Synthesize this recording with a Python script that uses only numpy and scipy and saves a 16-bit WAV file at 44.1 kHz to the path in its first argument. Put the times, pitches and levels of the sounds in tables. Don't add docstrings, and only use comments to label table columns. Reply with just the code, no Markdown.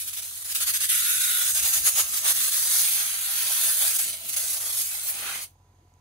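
import sys
import numpy as np
from scipy import signal
from scipy.fft import rfft, irfft
from scipy.io import wavfile
from scipy.ndimage import uniform_filter1d

SR = 44100
rng = np.random.default_rng(int(sys.argv[2]) if len(sys.argv) > 2 else 0)


def to_linear_factor(level_db):
    exponent = np.asarray(level_db, float) / 20
    return 10 ** exponent


def to_wav(sig):
    pcm = np.clip(np.atleast_2d(sig), -1, 1) * 32767
    pcm = np.round(pcm).astype(np.int16)
    wavfile.write(sys.argv[1], SR, pcm.T)


N = 264641
SHUT_S = 5.44
# start t/s, end t/s, change of level/dB
RIBS = [(0.035, 0.071, -6.5), (0.096, 0.13, -7), (0.146, 0.167, -6), (0.395, 0.411, -3),
        (0.434, 0.443, -11.5), (0.529, 0.548, -11.5), (0.568, 0.604, -6.5), (0.641, 0.668, -8.5),
        (0.714, 0.736, -8), (0.777, 0.803, -10), (0.86, 0.89, -8), (1.522, 1.546, -6.5), (1.604, 1.625, -6),
        (1.696, 1.729, -5), (1.788, 1.848, -9), (1.901, 1.958, -8.5), (2.083, 2.129, -5),
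        (2.198, 2.245, -6.5), (2.326, 2.347, -5.5), (2.497, 2.52, -5), (3.72, 3.8, -2.5),
        (3.92, 3.95, -2.5), (3.975, 3.986, -9), (4.048, 4.078, -2.5), (4.11, 4.129, -4.5),
        (4.15, 4.249, -5.5), (4.306, 4.338, -2), (4.58, 4.6, -4.5), (4.686, 4.692, -3.5),
        (4.719, 4.725, -8)]


def evened(x):
    return x / np.sqrt(np.mean(x ** 2) + 1e-20)


def read(points, hz):
    f, value = np.transpose(points)
    return np.interp(np.log(hz + 1), np.log(f + 1), value)


def gate(t, start, end, rise, fall):
    return (np.tanh((t - start) / rise) - np.tanh((t - end) / fall)) / 2


def bump(t, middle, half):
    return np.exp(-((t - middle) / half) ** 2)


def drift(shape, bins, frames):
    z = uniform_filter1d(rng.standard_normal(shape), max(round(bins), 1), 0)
    return evened(uniform_filter1d(z, max(round(frames), 1), 1))


def band(x, lo_hz, hi_hz):
    return signal.sosfilt(signal.butter(2, [lo_hz, hi_hz], "bandpass", fs=SR, output="sos"), x)


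def housing(hz):
    # f/Hz, width/Hz, level/dB
    notches = [(5620, 230, -4), (7284, 256, -10.5), (7900, 87, -7), (9330, 150, -5.5), (900, 150, -3)]
    return sum(g * bump(hz, f, w) for f, w, g in notches)


def path_turn(hz):
    return 2 * np.pi * (hz - 10650) / 4800 * (hz > 8800)


def ports(db, turn):
    # f/Hz, likeness of the ports (0-1)
    likeness = [(800, 0.53), (1300, 0.42), (2000, 0.42), (8500, 0.64), (9400, 0.63), (10600, 0.72),
                (11800, 0.71), (13100, 1), (14300, .65), (15300, 0.97)]
    hz = np.fft.rfftfreq(1024, 1 / SR)[:, None]
    same = np.clip(read(likeness, hz), 0, 1)
    a, b, c, d = rng.standard_normal((db.shape[1], db.shape[0], 4)).T
    right = a + 1j * b
    apart = c + 1j * d
    left = (same * right + np.sqrt(1 - same ** 2) * apart) * np.exp(1j * turn)
    return signal.istft(np.array([left, right]) * to_linear_factor(db), nperseg=1024, noverlap=768)[1][:, :N]


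def lean(pair, points):
    gain = to_linear_factor(read(points, np.fft.rfftfreq(2 * N, 1 / SR)))
    return np.array([irfft(rfft(pair[0], 2 * N) * gain)[:N], pair[1]])


def jet_colour(t, hz, depth, roar):
    # f/Hz, spectral level/dB
    colour = [(100, -35), (300, -35), (700, -19.5), (1050, -18.5), (1400, -11), (2800, -8.5), (3500, -5.5),
              (5000, -6), (6600, -1.5), (8200, -0.5), (10000, -1), (12300, 0.5), (14300, -4), (16000, -6)]
    # start t/s, end t/s, f/Hz, width/Hz, level/dB
    pockets = [(1.04, 1.43, 1440, 110, 11), (.98, 1.4, 3780, 70, 8.5), (1.33, 1.47, 3500, 130, 5),
               (.9, 2.05, 6700, 280, 3.5), (.9, 1.4, 11400, 980, 3.5), (4.05, 4.27, 640, 70, 15.5),
               (1.8, 2.6, 1200, 150, 7), (5.21, 5.38, 1400, 500, 8), (5.2, 5.38, 2400, 900, 8),
               (5.05, 5.14, 3500, 2500, -4), (0.86, 1.48, 4400, 380, -4), (.92, 1.3, 3100, 300, -2.5),
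               (2.55, 2.85, 2800, 800, -5), (.55, 1.3, 860, 170, -8), (5.06, 5.13, 15000, 3000, 9),
               (2.7, 5.2, 2350, 200, 2), (2.95, 4.2, 1000, 250, 3), (0, .15, 1250, 200, 6),
               (.61, .88, 1800, 500, 4), (1.48, 1.56, 2400, 1500, -6), (4, 4.33, 1700, 600, -3.5),
               (1.6, 2.9, 10000, 5000, -1.5), (4.75, 4.9, 1400, 400, -5), (3.15, 4.02, 13000, 4000, 2)]
    # middle t/s, half length t/s, level/dB
    fills = [(0.508, 0.2, 6), (1.65, 0.1, 2.5), (1.944, 0.13, 9.5), (2.255, 0.071, 11), (3.026, 0.052, 3.5),
             (3.447, 0.16, 5.5), (3.84, 0.18, 5.5), (4.193, 0.086, 7), (4.42, .06, 8.5),
             (4.627, 0.11, 11.5), (4.904, .08, 1.5), (5.296, 0.25, 17.5), (5.5, 0.064, -2.5)]
    fill_db = sum(g * bump(t, m, half) for m, half, g in fills)
    body = (1 - roar) / (1 + (hz / 4600) ** 4)
    fizz = 1 / (1 + (9000 / (hz + 1)) ** 6) - .6 + 0.79 * (body + roar)
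    db = read(colour, hz) + body * (14 * depth + .3 * fill_db)
    db += roar * (4.5 * depth + fill_db - 0.5)
    db += fizz * 4.5 * depth
    db += housing(hz)
    db += sum(g * bump(hz, f, w) * gate(t, a, b, .04, .02) for a, b, f, w, g in pockets)
    db += 1.2 * drift(db.shape, 10, 10) + 1.7 * drift(db.shape, 3, 30)
    db += 2.0 * roar * drift(db.shape, 25, 4)
    rib_db = sum(g * gate(t, a, b, 0.0057, 0.0061) for a, b, g in RIBS)
    return db + .5 / (1 + (hz / 2200) ** 3) * rib_db


def jet_level(t, level_db):
    # start t/s, end t/s, change of level/dB
    strikes = [(0.465, 0.5, -2.5), (0.877, 0.954, 2), (2.7, 2.8, -1), (1.408, 1.482, 1), (0.209, .22, -9),
               (1.98, 2.015, 2.5), (1.87, 1.89, 1.5), (2.024, 2.085, -7), (2.244, 2.325, 2),
               (2.281, 2.322, 2.5), (2.346, 2.48, 0), (2.588, 2.706, -3), (4.288, 4.304, 4),
               (4.328, 4.351, 4), (4.354, 4.363, -9), (4.359, 4.373, 2.5), (4.361, 4.391, 4.5),
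               (4.394, 4.395, -13), (4.458, 4.475, -2), (4.6, 4.67, -2), (4.74, 4.753, 0),
               (4.769, 4.827, 2.5), (5.056, 5.115, 3), (5.088, 5.105, 1), (4.26, 4.29, -2.5),
               (4.35, 4.353, 1)]
    for start, end, change_db in RIBS + strikes:
        rise_s, fall_s = (.002, .006) if change_db > 0 else (.006, .003)
        slower_s = 0.18 * np.clip(end - start - .03, 0, .04)
        level_db = level_db + change_db * gate(t, start, end, rise_s + slower_s, fall_s + slower_s)
    level_db += 0.71 * drift((1, N), 1, 500)[0] + 0.72 * drift((1, N), 1, 60)[0]
    shut = np.maximum(t - SHUT_S, 0)
    bleed_db = np.minimum(-16.5 - 350 * (shut - .03), 0)
    return level_db + np.maximum(-609 * shut, bleed_db)


def jet():
    # t/s, hiss level/dB, depth into the hollows (0-1)
    aim = [(0.0, -29, 0.2), (.17, -30.5, 0.69), (.33, -36, 0.14), (.47, -32, 0.34), (.55, -22, 0.41),
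           (1.0, -24.5, 0.76), (1.4, -24, 0.68), (1.87, -16.5, 0.18), (2.15, -23.5, 0.35),
           (2.75, -18, 0.31), (3.2, -30, 0.83), (3.7, -21.5, 0.28), (4.0, -23.5, 0.47), (4.2, -33, 0.69),
           (4.45, -25.5, 0.02), (4.78, -26, 0.18), (4.95, -31, 0.39), (5.43, -34.5, .5)]
    # f/Hz, left minus right level/dB
    left_colour = [(4900, -1), (5600, -6), (6100, -3), (6800, -3.5), (8000, -1.6), (10000, -0.5)]
    aim_s, hiss_db, aim_depth = np.transpose(aim)
    frame_t = np.arange(N // 256 + 5) * 256 / SR
    hz = np.fft.rfftfreq(1024, 1 / SR)[:, None]
    depth = np.interp(frame_t, aim_s, aim_depth) - .5
    roar = 1 / (1 + (hz / 1150) ** 6)
    db = jet_colour(frame_t, hz, depth, roar)
    mixed = 1 / (1 + (hz / 8800) ** 20) / (1 + (1000 / (hz + 1)) ** 8)
    turn = path_turn(hz) + 2.14 * mixed * drift(db.shape, 12, 90)
    pair = lean(ports(db, turn), left_colour)
    t = np.arange(N) / SR
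    level_db = jet_level(t, np.interp(t, aim_s, hiss_db))
    return evened(pair) * to_linear_factor(level_db + 1.0)


def van(x):
    t = np.arange(SR // 4) / SR
    tail = rng.standard_normal((2, len(t))) * to_linear_factor(-60 * t / 0.082) * (t > .004)
    return signal.fftconvolve(x, tail / np.linalg.norm(tail[0]), axes=1)[:, :N]


def buffet():
    # middle t/s, half length t/s, thump level/dB, flutter level/dB
    gusts = [(0.054, .08, -71, -85), (0.7, .15, -65, -72), (1.17, 0.14, -66, -66.5), (1.51, .05, -56, -64),
             (1.63, 0.046, -50.5, -63.5), (1.793, 0.065, -51, -61), (2.002, 0.069, -55.5, -63),
             (2.124, .04, -67.5, -65), (2.346, 0.11, -67, -63), (2.8, .12, -80, -63),
             (3.702, 0.1497, -81, -73), (4.068, .06, -66, -59.5), (4.168, 0.023, -72, -65),
             (4.284, 0.053, -63, -63), (4.56, 0.23, -72, -77), (4.85, 0.17, -86, -69.5),
             (5.237, 0.031, -70, -58), (5.38, 0.042, -80, -64), (5.75, 0.046, -72, -87)]
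    t = np.arange(N) / SR
    noise = rng.standard_normal((2, N)) * to_linear_factor(2.7 * drift((2, N), 1, 1300))
    thump = sum(to_linear_factor(db) * bump(t, s, half) for s, half, db, _ in gusts) * (t < SHUT_S)
    flutter = to_linear_factor(-75) + sum(to_linear_factor(db) * bump(t, s, half) for s, half, _, db in gusts)
    low = evened(band(band(noise[0], 45, 110), 45, 110))
    return thump * low + flutter * evened(band(noise[1], 130, 330))


def ticks():
    # t/s, level/dB, f/Hz, T60 t/s
    knocks = [
        (5.9393, -50, 6750, 0.0061),
        (5.849, -52, 370, .03),
    ]
    out, t = np.zeros(N), np.arange(2000) / SR
    for s, db, hz, t60 in knocks:
        onset = np.minimum(t * hz / 1.5, 1)
        ring = to_linear_factor(db - 60 * t / t60) * np.sin(2 * np.pi * hz * t) * onset
        out[round(s * SR):][:2000] += ring[:N - round(s * SR)]
    return out


def engine():
    # f/Hz, rms level/dB
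    orders = [(44, -71.5), (65.5, -82.5), (76.7, -86.5), (87.8, -64), (99.8, -70.5), (110, -85.5),
              (131.9, -73.5), (144, -85.5), (176, -84.5), (722, -81.5), (991, -80)]
    # f/Hz, width/Hz, level/dB
    panels = [(715, 33, -83), (860, 260, -76), (983, 50, -82), (440, 170, -80.5), (1350, 110, -90)]
    t = np.arange(N) / SR
    wander = t + .0002 * drift((1, N), 1, 20000)[0]
    hum = np.zeros(N)
    for hz, db in orders:
        level_db = db + 2.4 * (t > 5.5) + 0.59 * drift((1, N), 1, 6000)[0]
        hum += to_linear_factor(level_db) * np.sqrt(2) * np.sin(2 * np.pi * (hz * wander + rng.random()))
    firings = 21.95 * wander + .1
    strokes = np.diff(np.floor(firings), prepend=0)
    knocks = evened(strokes * to_linear_factor(1.2 * rng.standard_normal(N)))
    rattle = (.5 + np.exp(-(firings % 1) / 0.3007)) * rng.standard_normal(N)
    knocks += 1.3 * rattle
    clatter = np.zeros(N)
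    for hz, w, db in panels:
        panel = band(band(knocks, hz - w / 2, hz + w / 2), hz - w, hz + w)
        clatter += to_linear_factor(db) * evened(panel)
    return hum + clatter


def yard():
    # f/Hz, spectral level/dB
    far_colour = [(150, -107), (600, -101), (1100, -103), (1600, -107), (3300, -111), (5000, -109),
                  (5500, -113), (6100, -105), (7000, -105), (8000, -114), (10000, -120), (12700, -113),
                  (14000, -119), (15700, -128)]
    # f/Hz, left minus right level/dB
    far_left_colour = [(500, -4), (900, -7), (2500, -2), (3800, -5), (6500, -15.5), (7300, -7), (8500, 0.5)]
    hz = np.fft.rfftfreq(1024, 1 / SR)[:, None]
    db = read(far_colour, hz) + housing(hz)
    db = db + .8 * drift((513, N // 256 + 5), 10, 20)
    turn = path_turn(hz) + 1.5 * (hz > 1100) * (hz < 8800)
    return to_linear_factor(-68) * lean(evened(ports(db, turn)), far_left_colour)


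def scene():
    air, low = jet(), buffet() + engine()
    apart = to_linear_factor(-2) * (np.roll(low, 9000) - .4 * low) * np.array([[1], [-1]])
    return air + to_linear_factor(-9.0) * van(air) + low + apart + ticks() * to_linear_factor([[-5], [2]]) + yard()


def low_pass(x):
    return signal.sosfilt(signal.butter(12, 17080, fs=SR, output="sos"), x)


def record(dry):
    # t/s, f/Hz
    mono_bass = [(.92, 3.8), (1.0, 370), (1.15, 740), (1.45, 890), (2.5, 1040), (5.4, 917), (5.55, 740)]
    sum_lost_hz, difference_lost_hz = (12700, 13850), (10330, 10980)
    halves = np.array([dry[0] + dry[1], dry[0] - dry[1]]) / 2
    hz, t, z = signal.stft(halves, SR, nperseg=2048, noverlap=1024)
    col = hz[:, None]
    step = 172 * np.round(drift((5, len(t)), 1, 2) * [[.8], [1.2], [.6], [.4], [1.3]])
    z[0] *= (col < sum_lost_hz[0] + step[0]) | (col > sum_lost_hz[1] + np.maximum(step[1], -172))
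    z[1] *= (col < difference_lost_hz[0] + step[2]) | (col > difference_lost_hz[1] + step[3])
    z[1] *= col < 14950 + step[4]
    z[1] *= col >= np.interp(t, *np.transpose(mono_bass)) * (1 + step[2] / 1500)
    band_hz = col[:1024:8]
    top = band_hz > sum_lost_hz[1]
    power = abs(z[:, :1024].reshape(2, 128, 8, -1) ** 2).sum(2)
    power = uniform_filter1d(power, 2, 2)
    kept = power > to_linear_factor(2 * -8.5) * power[::-1]
    around = uniform_filter1d(power.sum(0), 9, 0)
    kept &= power > to_linear_factor(2 * -11 + 2 * 5 * top) * around
    kept[0] &= (rng.random(around.shape) > .17) | (band_hz < sum_lost_hz[1])
    z[:, :1024] *= np.repeat(kept | (band_hz < 2000), 8, 1)
    mid, side = signal.istft(z * (col < 15760), SR, nperseg=2048, noverlap=1024)[1][:, :N]
    return low_pass(np.array([mid + side, mid - side]))


dry = scene()
out = record(dry)
to_wav(out)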